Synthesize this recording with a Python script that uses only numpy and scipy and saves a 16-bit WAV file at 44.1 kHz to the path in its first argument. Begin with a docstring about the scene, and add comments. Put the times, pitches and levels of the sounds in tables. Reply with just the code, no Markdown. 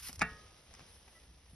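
"""A short hiss, then a pop: a gas inflator is pulled off a bicycle valve, outdoors beside a rock face.
Gas leaks past the seal; the head ticks as it slides, then lets go in a run of snaps.
The tyre thumps, rim and spokes ring, the rock echoes the snaps. A hand shifts on the tyre with
small scuffs, bumps and a faint squeak. Soft outdoor hiss and low rumble lie underneath."""
import sys
import numpy as np
from scipy import signal
from scipy.fft import rfft, irfft
from scipy.io import wavfile
from scipy.ndimage import uniform_filter1d

SR = 44100
rng = np.random.default_rng(int(sys.argv[2]) if len(sys.argv) > 2 else 0)


def transcribe(u):
    """Save the signal u as a 16-bit wav file named by the first command-line argument.

    u: samples, shape (n,) or (channels, n), limited to [-1, 1]; the rate is SR.
    q: integer samples, one column per channel.
    """
    v = np.clip(np.atleast_2d(u).T, -1, 1)
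    q = np.round(v * 32767).astype(np.int16)
    wavfile.write(sys.argv[1], SR, q)


N = 68355
T = np.arange(N) / SR
HZ = np.fft.rfftfreq(2 * N, 1 / SR)

# Noise envelopes. Each row: time in seconds, level in dB.
RUMBLE_LEVEL = [(0, -58.5), (.12, -57.5), (.2, -46.5), (.26, -61.5), (.39, -60), (.52, -69.5), (.7, -63.5),
                (.88, -63.5), (1.15, -68), (1.3, -59), (1.42, -65.5), (1.52, -58)]
AIR_LEVEL = [(0, -67.5), (.18, -63), (.3, -58.5), (.48, -61.5), (.63, -64), (.8, -59.5), (.93, -61),
             (1.02, -64), (1.12, -63), (1.23, -63), (1.26, -66.5), (1.55, -66.5)]
FIZZ_LEVEL = [(.25, -70.5), (.45, -72.5), (.62, -72.5), (.83, -73), (.95, -64), (1.02, -71.5), (1.16, -68),
              (1.27, -74), (1.42, -76), (1.5, -70.5)]
LEAK_LEVEL = [(0, -49), (.018, -51), (.045, -43.5), (.075, -42), (.096, -44.5), (.108, -57.5), (.166, -56),
              (.18, -105)]

# Source spectra. 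Each row: frequency in Hz, relative density in dB.
RUMBLE_SPECTRUM = [(15, -40.5), (35, -13), (62, 5.5), (90, -5.5), (130, -15.5), (300, -28), (1000, -114)]
AIR_SPECTRUM = [(100, 5), (300, -1.5), (600, 0.5), (1400, -6.5), (2100, -5), (3500, -4.5), (4400, -7.5),
                (5300, -3.5), (6300, -7.5), (7500, -19), (8600, -6.5), (9500, -34), (12000, -45.5)]
FIZZ_SPECTRUM = [(6000, -26), (8000, -6.5), (9200, 3), (11000, 2), (11700, -6.5), (12100, -26)]
SCUFF_SPECTRUM = [(100, 0), (250, -3), (520, -7), (900, 3.5), (1500, -7.5), (2400, 1.5), (3500, -16.5),
                  (6000, -8), (12000, -43)]
BUMP_SPECTRUM = [(50, -15.5), (150, 5.5), (330, -4.5), (600, -23.5), (2000, -88)]
TICK_SPECTRUM = [(400, -7.5), (2000, -8), (4200, -9.5), (5400, 7.5), (6400, -3), (8000, 0.5),
                 (10000, -14.5), (12000, -17)]
LEAK_SPECTRUM = [(150, -2.5), (400, -11), (560, -22.5), (1100, -1.5), (2000, -1), (2700, 1.5), (3500, -2.5),
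                 (4300, 2), (5400, 5), (6600, -1.5), (8200, 1), (9300, 4.5), (12000, 1.5)]
SNAP_SPECTRUM = [(200, -17), (380, -14.5), (540, -26), (660, -1), (850, -3), (1000, -12), (1250, -5),
                 (1800, 1), (2600, 0), (3150, -23.5), (3500, -18), (4400, -17.5), (4900, -18.5),
                 (7500, -20), (11000, -27.5), (12000, -42)]

# Soft, deep thuds and puffs in the rumble.
# Each row: start in seconds, length in seconds, frequency in Hz, level in dB.
LOW_THUDS = [(.04, 0.035, 64.7, -54), (.166, .04, 73, -44.5), (.305, 0.035, 67, -46.5),
             (.43, 0.075, 85, -56), (1.485, 0.046, 80, -51.5)]
# Hand and shoe scuffs, wheel bumps. Each row: start in seconds, level in dB, T60 in seconds.
SCUFF_EVENTS = [(0.0904, -47.5, 0.081), (0.204, -47, 0.09), (.740, -56, 0.066), (0.782, -59, 0.022),
                (0.7939, -45, 0.0098), (0.804, -54.5, 0.072), (1.078, -57, .07), (1.462, -58, 0.018)]
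BUMP_EVENTS = [(0.09, -55.5, 0.16), (0.316, -59.5, 0.31), (0.807, -55, 0.12), (1.232, -68, 1),
               (1.529, -51, 0.054)]
# Ticks of head and grit, snaps off the valve. Each row: start in seconds, relative level in dB.
TICK_EVENTS = [(0.1292, -40), (.158, -45), (0.1934, -34.5), (0.1972, -43), (.739, -48), (0.7503, -49.5),
               (0.7938, -51.5), (.8635, -61)]
SNAP_EVENTS = [(.2120, -27), (0.2147, -29.5), (0.2169, -25.5), (0.2174, -21), (.2210, -22), (.2236, -25.5),
               (0.2284, -30.5)]

# Modes of the tyre-damped rim and valve, the spokes and the air in the tyre.
# Each row: frequency in Hz, level in dB, T60 in seconds.
RIM_MODES = [(655.5, -39.5, 0.12), (803.5, -29, 0.05), (1185, -28, .07), (1267, -33.5, 0.099),
             (1524, -39, 0.063), (1753, -28, 0.084), (1962, -42, 0.19), (2260, -28, 0.022),
             (2430, -25, 0.037), (2618, -26.5, 0.024), (2770, -36, 0.05)]
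SPOKE_MODES = [(439, -51, 0.5), (496.5, -66, 1), (618, -71, 0.48), (909, -53.5, 0.46), (1093, -54, 0.52),
               (1250, -52, 0.95), (1277, -53, 0.59), (1467, -38.5, 0.23), (1678, -46, 0.5),
               (1760, -41.5, 0.29), (1876, -39.5, 0.39), (2270, -48, 0.23), (2700, -36.5, 0.15)]
TYRE_AIR_MODES = [(136, -45, 0.26), (170.4, -35.5, 0.2), (234.5, -43.5, 0.24)]

# Left-right likeness by frequency; the highest treble is nearly mono.
# Each row: frequency in Hz, near coherence 0-1, diffuse coherence 0-1.
STEREO_COHERENCE = [(60, .998, .997), (200, .9996, .997), (380, .98, .75), (570, .55, .4), (900, .85, .5),
                    (1300, .97, .75), (1900, .96, .88), (2550, .72, .55), (3400, .8, .25), (4300, .8, .5),
                    (5000, .78, .6), (6100, .75, .75), (6900, .99, .997), (8600, .99, .997),
                    (9300, .75, .7), (10200, .97, .995), (12000, .995, .999)]
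# Phase between the channels. Each row: frequency in Hz, left lead in radians.
STEREO_PHASE = [(350, 0), (800, .3), (1300, .05), (1900, .08), (2550, 1.3), (3400, .3), (4300, 1.3),
                (5000, .3), (6100, 1.1), (6900, 3.1), (8600, 3.18), (9300, 4.9), (10200, 6.2),
                (12000, 6.28)]


def amp(db):
    """Decibels to gain."""
    return 10 ** (np.asarray(db) / 20)


def over_hz(table, column=1):
    """Table column interpolated on a log frequency axis."""
    rows = np.array(table)
    return np.interp(np.log(HZ + 1), np.log(rows[:, 0]), rows[:, column])


def level(table):
    """Level curve as gain over time."""
    return amp(np.interp(T, *np.transpose(table)))


def decay(start_s, db, t60_s):
    """Sudden start, exponential fall."""
    return (T >= start_s) * amp(db - 60 * np.maximum(T - start_s, 0) / t60_s)


def drift(window_samples):
    """Smoothed noise of unit deviation."""
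    smooth = uniform_filter1d(rng.standard_normal(N), size=window_samples)
    return smooth / smooth.std()


def flutter(depth_db):
    """Quick random unevenness of a hiss, as gain."""
    return amp(depth_db * drift(window_samples=200))


def coloured(x, spectrum):
    """Minimum-phase filter that keeps the power of white noise."""
    gain = amp(over_hz(spectrum))
    log_gain = np.log(gain / np.sqrt(np.mean(gain ** 2)))
    mirrored = np.r_[log_gain, log_gain[-2:0:-1]]
    response = np.exp(np.conj(signal.hilbert(mirrored)))[:N + 1]
    return irfft(rfft(x, 2 * N) * response)[..., :N]


def noise(spectrum, envelope, diffuse=False):
    """Shaped stereo noise; the channels are less alike when it comes from all around."""
    mid, side = rfft(rng.standard_normal((2, N)) * envelope, 2 * N)
    coherence = over_hz(STEREO_COHERENCE, column=2 if diffuse else 1)
    mid *= np.sqrt((1 + coherence) / 2)
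    side *= np.sqrt((1 - coherence) / 2)
    stereo = irfft(np.array([mid + side, mid - side]))[:, :N]
    return coloured(stereo, spectrum)


def low_thud(start_s, length_s, hz, db):
    """A soft, deep thud or puff, a few cycles long."""
    t = T - start_s
    swell = np.sin(np.pi * np.clip(t / length_s, 0, 1)) ** 2
    return amp(db) * swell * np.sin(2 * np.pi * hz * t)


def rumble():
    """Low noise that swells and fades, with a few thuds in it."""
    return noise(RUMBLE_SPECTRUM, level(RUMBLE_LEVEL)) + sum(low_thud(*row) for row in LOW_THUDS)


def outdoor_hiss():
    """Soft hiss and faint high fizz from all around."""
    air = noise(AIR_SPECTRUM, level(AIR_LEVEL) * flutter(depth_db=1.34), diffuse=True)
    fizz = noise(FIZZ_SPECTRUM, level(FIZZ_LEVEL) * flutter(depth_db=1.1), diffuse=True)
    return air + fizz


def squeak(start_s, length_s, hz, db, second_db=-8, waver=.01):
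    """Faint wavering squeak: second and third harmonics only."""
    pitch_hz = hz * (1 + waver * drift(window_samples=300))
    phase = 2 * np.pi * np.cumsum(pitch_hz) / SR
    swell = np.sin(np.pi * np.clip((T - start_s) / length_s, 0, 1))
    return amp(db) * swell * (np.sin(3 * phase) + amp(second_db) * np.sin(2 * phase))


def handling():
    """Hand and shoe scuffs, soft bumps and one squeak."""
    scuffs = noise(SCUFF_SPECTRUM, sum(decay(*row) for row in SCUFF_EVENTS))
    bumps = noise(BUMP_SPECTRUM, sum(decay(*row) for row in BUMP_EVENTS))
    return scuffs + bumps + squeak(start_s=1.138, length_s=.058, hz=662, db=-61)


def ticks(t60_s=.015):
    """The sliding metal head and grit tick in short, bright bursts."""
    return noise(TICK_SPECTRUM, sum(decay(start_s, db, t60_s) for start_s, db in TICK_EVENTS))


def seal_leak():
    """Gas hisses unevenly past the seal."""
    return noise(LEAK_SPECTRUM, level(LEAK_LEVEL) * flutter(depth_db=1.55))


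def rock_echo(x, gain_db=-9.5, delay_s=.008, t60_s=.21, cutoff_hz=3400):
    """Short, dull scatter from rock and gravel."""
    scatter = rng.standard_normal((3, N)) * decay(delay_s, 0, t60_s)
    common, per_channel = scatter[0], scatter[1:]
    tail = common + .25 * per_channel
    tail /= np.linalg.norm(tail[0])
    tail = signal.sosfilt(signal.butter(3, cutoff_hz, fs=SR, output="sos"), tail)
    return amp(gain_db) * signal.fftconvolve(x, tail, axes=1)[:, :N]


def wheel_ring(modes, start_s=.2165, rise_s=.0024):
    """Damped modes set off by the pop."""
    t = np.maximum(T - start_s, 0)
    attack = np.minimum(t / rise_s, 1)
    return attack * sum(amp(db - 60 * t / t60_s) * np.sin(2 * np.pi * hz * t) for hz, db, t60_s in modes)


def tyre_thump(start_s=.2145, db=-32.5, rise_s=.0068, start_hz=495, end_hz=143.7, sag_s=.006):
    """The tyre springs back: a short low tone that sags in pitch."""
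    t = np.maximum(T - start_s, 0)
    pitch_hz = end_hz + (start_hz - end_hz) * np.exp(-t / sag_s)
    phase = 2 * np.pi * np.cumsum(pitch_hz * (t > 0)) / SR
    envelope = (t / rise_s * np.exp(1 - t / rise_s)) ** 2
    return amp(db) * envelope * np.sin(phase)


def seal_snaps(click_gain_db=6, spit_gain_db=-2.5, spit_t60_s=.015):
    """The seal lets go in quick snaps, each a click and a spit of gas."""
    impulses = sum(amp(db) * np.sinc((T - start_s) * SR) for start_s, db in SNAP_EVENTS)
    clicks = coloured(impulses, SNAP_SPECTRUM)
    spits = noise(SNAP_SPECTRUM, sum(decay(start_s, db, spit_t60_s) for start_s, db in SNAP_EVENTS))
    return amp(click_gain_db) * clicks + amp(spit_gain_db) * spits


def pop():
    """The head comes off: snaps and their echo, ringing wheel, tyre thump."""
    snaps = seal_snaps()
    ringing = wheel_ring(RIM_MODES) + wheel_ring(SPOKE_MODES) + wheel_ring(TYRE_AIR_MODES)
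    return snaps + rock_echo(snaps) + ringing + tyre_thump()


def scene():
    """Leak, pop, ticks and handling over the outdoor background."""
    return seal_leak() + outdoor_hiss() + pop() + ticks() + handling() + rumble()


def record(dry):
    """Left-right phase difference, then a band limit."""
    phase_shift = np.exp(1j * np.outer([.5, -.5], over_hz(STEREO_PHASE)))
    heard = irfft(rfft(dry, 2 * N) * phase_shift)[:, :N]
    cutoff_hz = 12250
    lowpass = signal.firwin(401, cutoff_hz, window=("kaiser", 9), fs=SR)
    return signal.oaconvolve(heard, lowpass[None], "same")


dry = scene()
out = record(dry)
transcribe(out)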